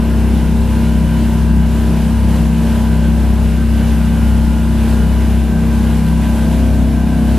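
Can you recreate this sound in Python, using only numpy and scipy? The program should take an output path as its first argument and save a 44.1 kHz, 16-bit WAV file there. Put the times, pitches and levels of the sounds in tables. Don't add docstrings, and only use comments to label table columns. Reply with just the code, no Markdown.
import sys
import numpy as np
from scipy import signal
from scipy.fft import rfft, irfft, next_fast_len
from scipy.io import wavfile
from scipy.ndimage import uniform_filter1d

SR = 44100
rng = np.random.default_rng(int(sys.argv[2]) if len(sys.argv) > 2 else 0)


def pcm_store(signal):
    levels = np.round(np.clip(np.atleast_2d(signal), -1, 1) * 32767)
    wavfile.write(sys.argv[1], SR, levels.astype(np.int16).T)


N = 325458
T = np.arange(N) / SR

# time_s, cycle_hz
ENGINE_SPEED = [(0, 32.37), (1.1, 32.44), (1.75, 32.33), (2.45, 32.4), (3.2, 32.28), (3.9, 32.39),
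                (5.25, 32.28), (5.9, 32.51), (6.7, 32.34), (7.38, 32.43)]
# time_s, level_db
BOOM_LEVEL = [(0.05, -15), (0.19, -13), (1.36, -15), (1.42, -11), (2.03, -15.5), (2.25, -12.5),
              (2.59, -15.5), (3.3, -12), (4.17, -14.5), (4.31, -10.5), (4.65, -14.5), (5.4, -11.5),
              (5.6, -17.5), (5.74, -14.5), (6.53, -14), (6.71, -11.5), (7.22, -16.5), (7.3, -13)]
# time_s, level_db
THROB_LEVEL = [(0.55, -22.5), (1.05, -19), (2.6, -20.5), (3.55, -23), (4.0, -21), (5.3, -24), (6.0, -18.5),
               (6.7, -23.5), (7.2, -20)]
# order, relative_db
RASP_PARTIALS = [(10, -34), (11, -39), (12, -37.5), (13, -46), (14, -38.5), (16, -41), (17, -48.5),
                 (18, -42), (19, -43), (20, -42.5), (21, -51), (22, -45), (25, -51.5)]
# time_s, gain_db
RASP_RIDE = [(0.2, 0.5), (0.6, -1.5), (2.6, -3), (3.25, 0.5), (3.85, -5.5), (4.5, -5), (5.2, -0.5),
             (5.8, -2.5), (7.38, -1)]
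# order, level_db
NEAR_PARTIALS = [(3, -32.5), (4, -34), (6, -29), (9, -38), (24, -46), (26, -46), (27, -44.5), (30, -51.5),
                 (32, -50.5), (46, -53.5), (50, -49), (52, -58), (74, -57), (78, -58), (80, -64),
                 (84, -52.5), (86, -62), (88, -54.5), (90, -58.5), (92, -51.5)]
# frequency_hz, gain_db
BURBLE_EQ = [(25, -27), (60, 2.5), (100, -3.5), (170, 2), (230, -4.5), (300, -7.5), (420, -22),
             (800, -34.5), (3000, -62)]
# time_s, level_db
LOW_WHINE_LEVEL = [(0.1, -48.5), (0.14, -45), (2.48, -51), (4.91, -44), (5.49, -55), (5.89, -48),
                   (7.2, -59), (7.3, -60)]
# time_s, level_db
HIGH_WHINE_LEVEL = [(0, -49), (1.3, -43.5), (2.5, -48), (2.75, -40.5), (3.6, -44), (4.0, -41),
                    (4.65, -46.5), (5.25, -44), (6.55, -40.5), (7.38, -47)]
# order, level_db
FAR_PARTIALS = [(3, -26.5), (5, -35.5), (6, -29), (8, -42.5), (9, -39.5)]
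# time_s, level_db
FAR_WHINE_LEVEL = [(0.1, -41), (0.5, -44), (0.84, -40.5), (2.59, -42.5), (2.77, -36.5), (3.67, -52),
                   (5.07, -38.5), (5.39, -44.5), (6.34, -39.5), (6.66, -47), (7.3, -42)]
# peak_s, length_s, boost_db
WAVE_SURGES = [(0.3, 0.45, 1.5), (0.8, 0.36, 2.5), (1.26, 0.3, 2.5), (1.75, 0.16, 1.5), (1.99, 0.42, 3),
               (2.36, 0.21, 3.5), (2.75, 0.33, 4), (3.33, 0.63, 1.2), (3.89, 0.29, 3), (4.33, 0.53, 2),
               (4.89, 0.33, 3.8), (5.27, 0.25, 2.5), (5.84, 0.34, 3.0), (6.41, 0.61, 3.5), (7.36, 0.31, 3)]
# frequency_hz, gain_db
WAKE_EQ = [(100, -1), (350, 0.5), (480, 1), (750, -1), (950, -0.5), (1250, -5), (1600, -4.5), (1900, -7),
           (3000, -9.5), (4000, -13.5), (5500, -25), (9000, -27.5), (15000, -40)]
# frequency_hz, gain_db
SPRAY_EQ = [(1500, -71), (3200, -4.5), (4700, 0.5), (7000, -1), (9500, 0), (11500, 0.5), (13000, 0.5),
            (14300, -3.5)]
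# frequency_hz, correlation
SPRAY_LIKENESS = [(3000, 0.61), (6600, 0.38), (14400, 0.46)]
# frequency_hz, left_lead_rad
SPRAY_LEAD = [(3000, 0), (9000, 0.25), (10800, -0.2), (12800, -3), (14600, -2.5)]
# peak_s, length_s, boost_db
WIND_GUSTS = [(.55, .3, 11), (1.95, .5, 6), (3.45, 0.38, 6), (4.38, .3, 12), (6.82, .4, 9)]
# frequency_hz, gain_db
WIND_EQ = [(5, -18), (18, 1), (32, 2), (50, -6), (250, -35), (1000, -73)]
# frequency_hz, left_minus_right_db
PORT_BALANCE = [(65, 3.1), (110, 2.2), (200, .6), (690, 0), (4300, -.1), (7900, .6), (14400, 2.2)]


def exhaust(cycles, surge_db, sunk_db, boom_trim_db=-0.04, drone_db=-18.5, duck=0.22, follow=0.39):
    boom = partial(2 * cycles, waver=0.06, waver_hz=7, locked=True)
    beat = beating(rate_hz=1.968, crest_s=0.479, depth=0.32)
    throb = partial(5 * cycles, waver=0.16, waver_hz=4, beat=beat, locked=True)
    drone = partial(7 * cycles, waver=0.1, waver_hz=5, locked=True)
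    return (gain_of(envelope(BOOM_LEVEL) + boom_trim_db) * boom
            + gain_of(envelope(THROB_LEVEL)) * throb
            + gain_of(drone_db - duck * sunk_db + follow * surge_db) * drone)


def growl(cycles, surge_db, note_db=-37, hoarse_at_s=6.23, rise_s=0.37, hoarse_db=13, follow=0.89,
          bite_db=5.0, bite_hz=680, bite_width_hz=105):
    hoarse = np.clip((T - hoarse_at_s) / rise_s, 0, 1)
    sound = gain_of(note_db + hoarse_db * hoarse) * partial(8 * cycles, waver=0.22, waver_hz=3.6)
    open_db = envelope(RASP_RIDE) + follow * surge_db
    for order, relative_db in RASP_PARTIALS:
        pitch_hz = order * cycles[-1] / T[-1]
        lift_db = bite_db * np.exp(-((pitch_hz - bite_hz) / bite_width_hz) ** 2)
        rasp = partial(order * cycles, waver=0.56, waver_hz=3.6)
        sound += gain_of(relative_db + open_db + lift_db * hoarse) * rasp
    return sound


def engine_hum(cycles, partials, waver, waver_hz):
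    return sum(gain_of(db) * partial(order * cycles, waver, waver_hz) for order, db in partials)


def burble(cycles, sunk_db, level_db=-24.0, follow=0.35, churn_db=0.8):
    puffs = 1 + 0.3 * np.cos(2 * np.pi * 2 * cycles) + 0.3 * np.cos(2 * np.pi * cycles)
    ride_db = level_db + follow * sunk_db + churn_db * drift(rate_hz=4).real
    return gain_of(ride_db) * shaped(puffs * rng.standard_normal(N), BURBLE_EQ)


def drive_whine(cycles, gear_order=28.69, gear_db=-48):
    low = partial(44 * cycles, waver=0.61, waver_hz=5)
    flutter = beating(rate_hz=5.634, crest_s=0.05, depth=0.43)
    high = partial(48 * cycles, waver=0.45, waver_hz=9.3, beat=flutter)
    gear = partial(gear_order * cycles, waver=0.81, waver_hz=2)
    return (gain_of(envelope(LOW_WHINE_LEVEL)) * low
            + gain_of(envelope(HIGH_WHINE_LEVEL)) * high
            + gain_of(gear_db) * gear)


def far_engine(cycles):
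    whine = gain_of(envelope(FAR_WHINE_LEVEL)) * partial(30 * cycles, waver=0.25, waver_hz=4.3)
    return engine_hum(cycles, FAR_PARTIALS, waver=0.3, waver_hz=2) + whine


def wake(cycles, surge_db, lull_db=-33.5, chop_depth=0.082):
    (water, _), _ = foam(patch_db=0.8)
    chop = 1 + chop_depth * np.cos(2 * np.pi * 2 * cycles)
    return gain_of(lull_db + surge_db) * shaped(to_samples(water) * chop, WAKE_EQ)


def spray(surge_db, lull_db=-40, follow=1.09, drops_db=-14, drops_per_s=4000):
    (left, unrelated), hz = foam(patch_db=0.86)
    likeness = at_hz(SPRAY_LIKENESS, hz)
    right = likeness * left + np.sqrt(1 - likeness ** 2) * unrelated
    right *= np.exp(-1j * at_hz(SPRAY_LEAD, hz))
    hiss = unit_rms(to_samples(np.array([left, right])))
    drop_sizes = rng.standard_normal((2, N))
    drops = unit_rms(drop_sizes * (rng.random((2, N)) < drops_per_s / SR))
    return gain_of(lull_db + follow * surge_db) * shaped(hiss + gain_of(drops_db) * drops, SPRAY_EQ)


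def foam(patch_db, size=512):
    shape = (N // (size // 4) + 5, size // 2 + 1)
    a, b, c, d, patches = rng.standard_normal((5,) + shape)
    patches = uniform_filter1d(patches, size=22, axis=0)
    patches = unit_rms(uniform_filter1d(patches, size=9, axis=1))
    spectra = np.array([a + 1j * b, c + 1j * d]) * gain_of(patch_db * patches)
    return spectra, np.fft.rfftfreq(size, 1 / SR)


def wind(steady_db=-40.5):
    return gain_of(steady_db + swells_db(WIND_GUSTS)) * shaped(rng.standard_normal(N), WIND_EQ)


def partial(turns, waver, waver_hz, beat=1, locked=False, spread_s=3e-5):
    mean_hz = turns[-1] / T[-1]
    lead_turns = np.array([[spread_s], [-spread_s]]) * rng.uniform(-0.69, 1) * mean_hz
    start_turns = rng.random() * (not locked)
    scatter = 1 + waver * drift(waver_hz)
    tone = beat * scatter * np.exp(2j * np.pi * (turns + start_turns + lead_turns))
    return unit_rms(tone.imag)


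def beating(rate_hz, crest_s, depth):
    return unit_rms(1 + depth * np.exp(2j * np.pi * rate_hz * (T - crest_s)))


def drift(rate_hz, count=2048):
    hz = np.fft.fftfreq(count, T[-1] / count)
    noise = rng.standard_normal(count) + 1j * rng.standard_normal(count)
    slow = np.fft.ifft(np.fft.fft(noise) / (1 + (hz / rate_hz) ** 2))
    return np.interp(T, np.linspace(0, T[-1], count), unit_rms(slow))


def swells_db(events):
    return sum(db * np.exp(-(2 * (T - peak_s) / length_s) ** 2) for peak_s, length_s, db in events)


def envelope(table):
    return np.interp(T, *np.transpose(table))


def at_hz(table, hz):
    points_hz, values = np.transpose(table)
    return np.interp(np.log(hz + 1), np.log(points_hz + 1), values)


def shaped(x, eq):
    size = next_fast_len(N)
    gain = gain_of(at_hz(eq, np.fft.rfftfreq(size, 1 / SR)))
    return unit_rms(irfft(rfft(x, size) * gain, size)[..., :N])


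def to_samples(spectra, size=512):
    return signal.istft(np.swapaxes(spectra, -1, -2), nperseg=size, noverlap=size * 3 // 4)[1][..., :N]


def gain_of(db):
    return 10 ** (np.asarray(db) / 20)


def unit_rms(x):
    return x / np.sqrt(np.mean(abs(x) ** 2) + 1e-20)


def scene(far_speed_ratio=1.0205, slosh_db=0.6, slosh_hz=11):
    cycles = np.cumsum(envelope(ENGINE_SPEED)) / SR
    surge_db = swells_db(WAVE_SURGES)
    boom_db = envelope(BOOM_LEVEL)
    sunk_db = boom_db - boom_db.mean()
    near = exhaust(cycles, surge_db, sunk_db) + growl(cycles, surge_db)
    near += engine_hum(cycles, NEAR_PARTIALS, waver=0.69, waver_hz=3.0)
    near += drive_whine(cycles) + burble(cycles, sunk_db)
    slosh = gain_of(slosh_db * drift(slosh_hz).real)
    far = far_engine(far_speed_ratio * cycles)
    water = slosh * (wake(cycles, surge_db) + spray(surge_db))
    return near + far + water + wind()


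def record(dry, left_corner_hz=25, right_corner_hz=62, high_cut_hz=14350):
    size = next_fast_len(N + SR)
    hz = np.fft.rfftfreq(size, 1 / SR)
    skew_rad = np.arctan2(hz, left_corner_hz) - np.arctan2(hz, right_corner_hz)
    left_port = gain_of(at_hz(PORT_BALANCE, hz) / 2) * np.exp(-1j * skew_rad / 2)
    heard = irfft(rfft(dry, size) * np.array([left_port, 1 / left_port]), size)[:, :N]
    limited = heard / (1 + heard ** 8) ** (1 / 8)
    high_cut = signal.firwin(511, high_cut_hz, window=("kaiser", 9), fs=SR)
    return signal.oaconvolve(limited, high_cut[None], "same")


dry = scene()
out = record(dry)
pcm_store(out)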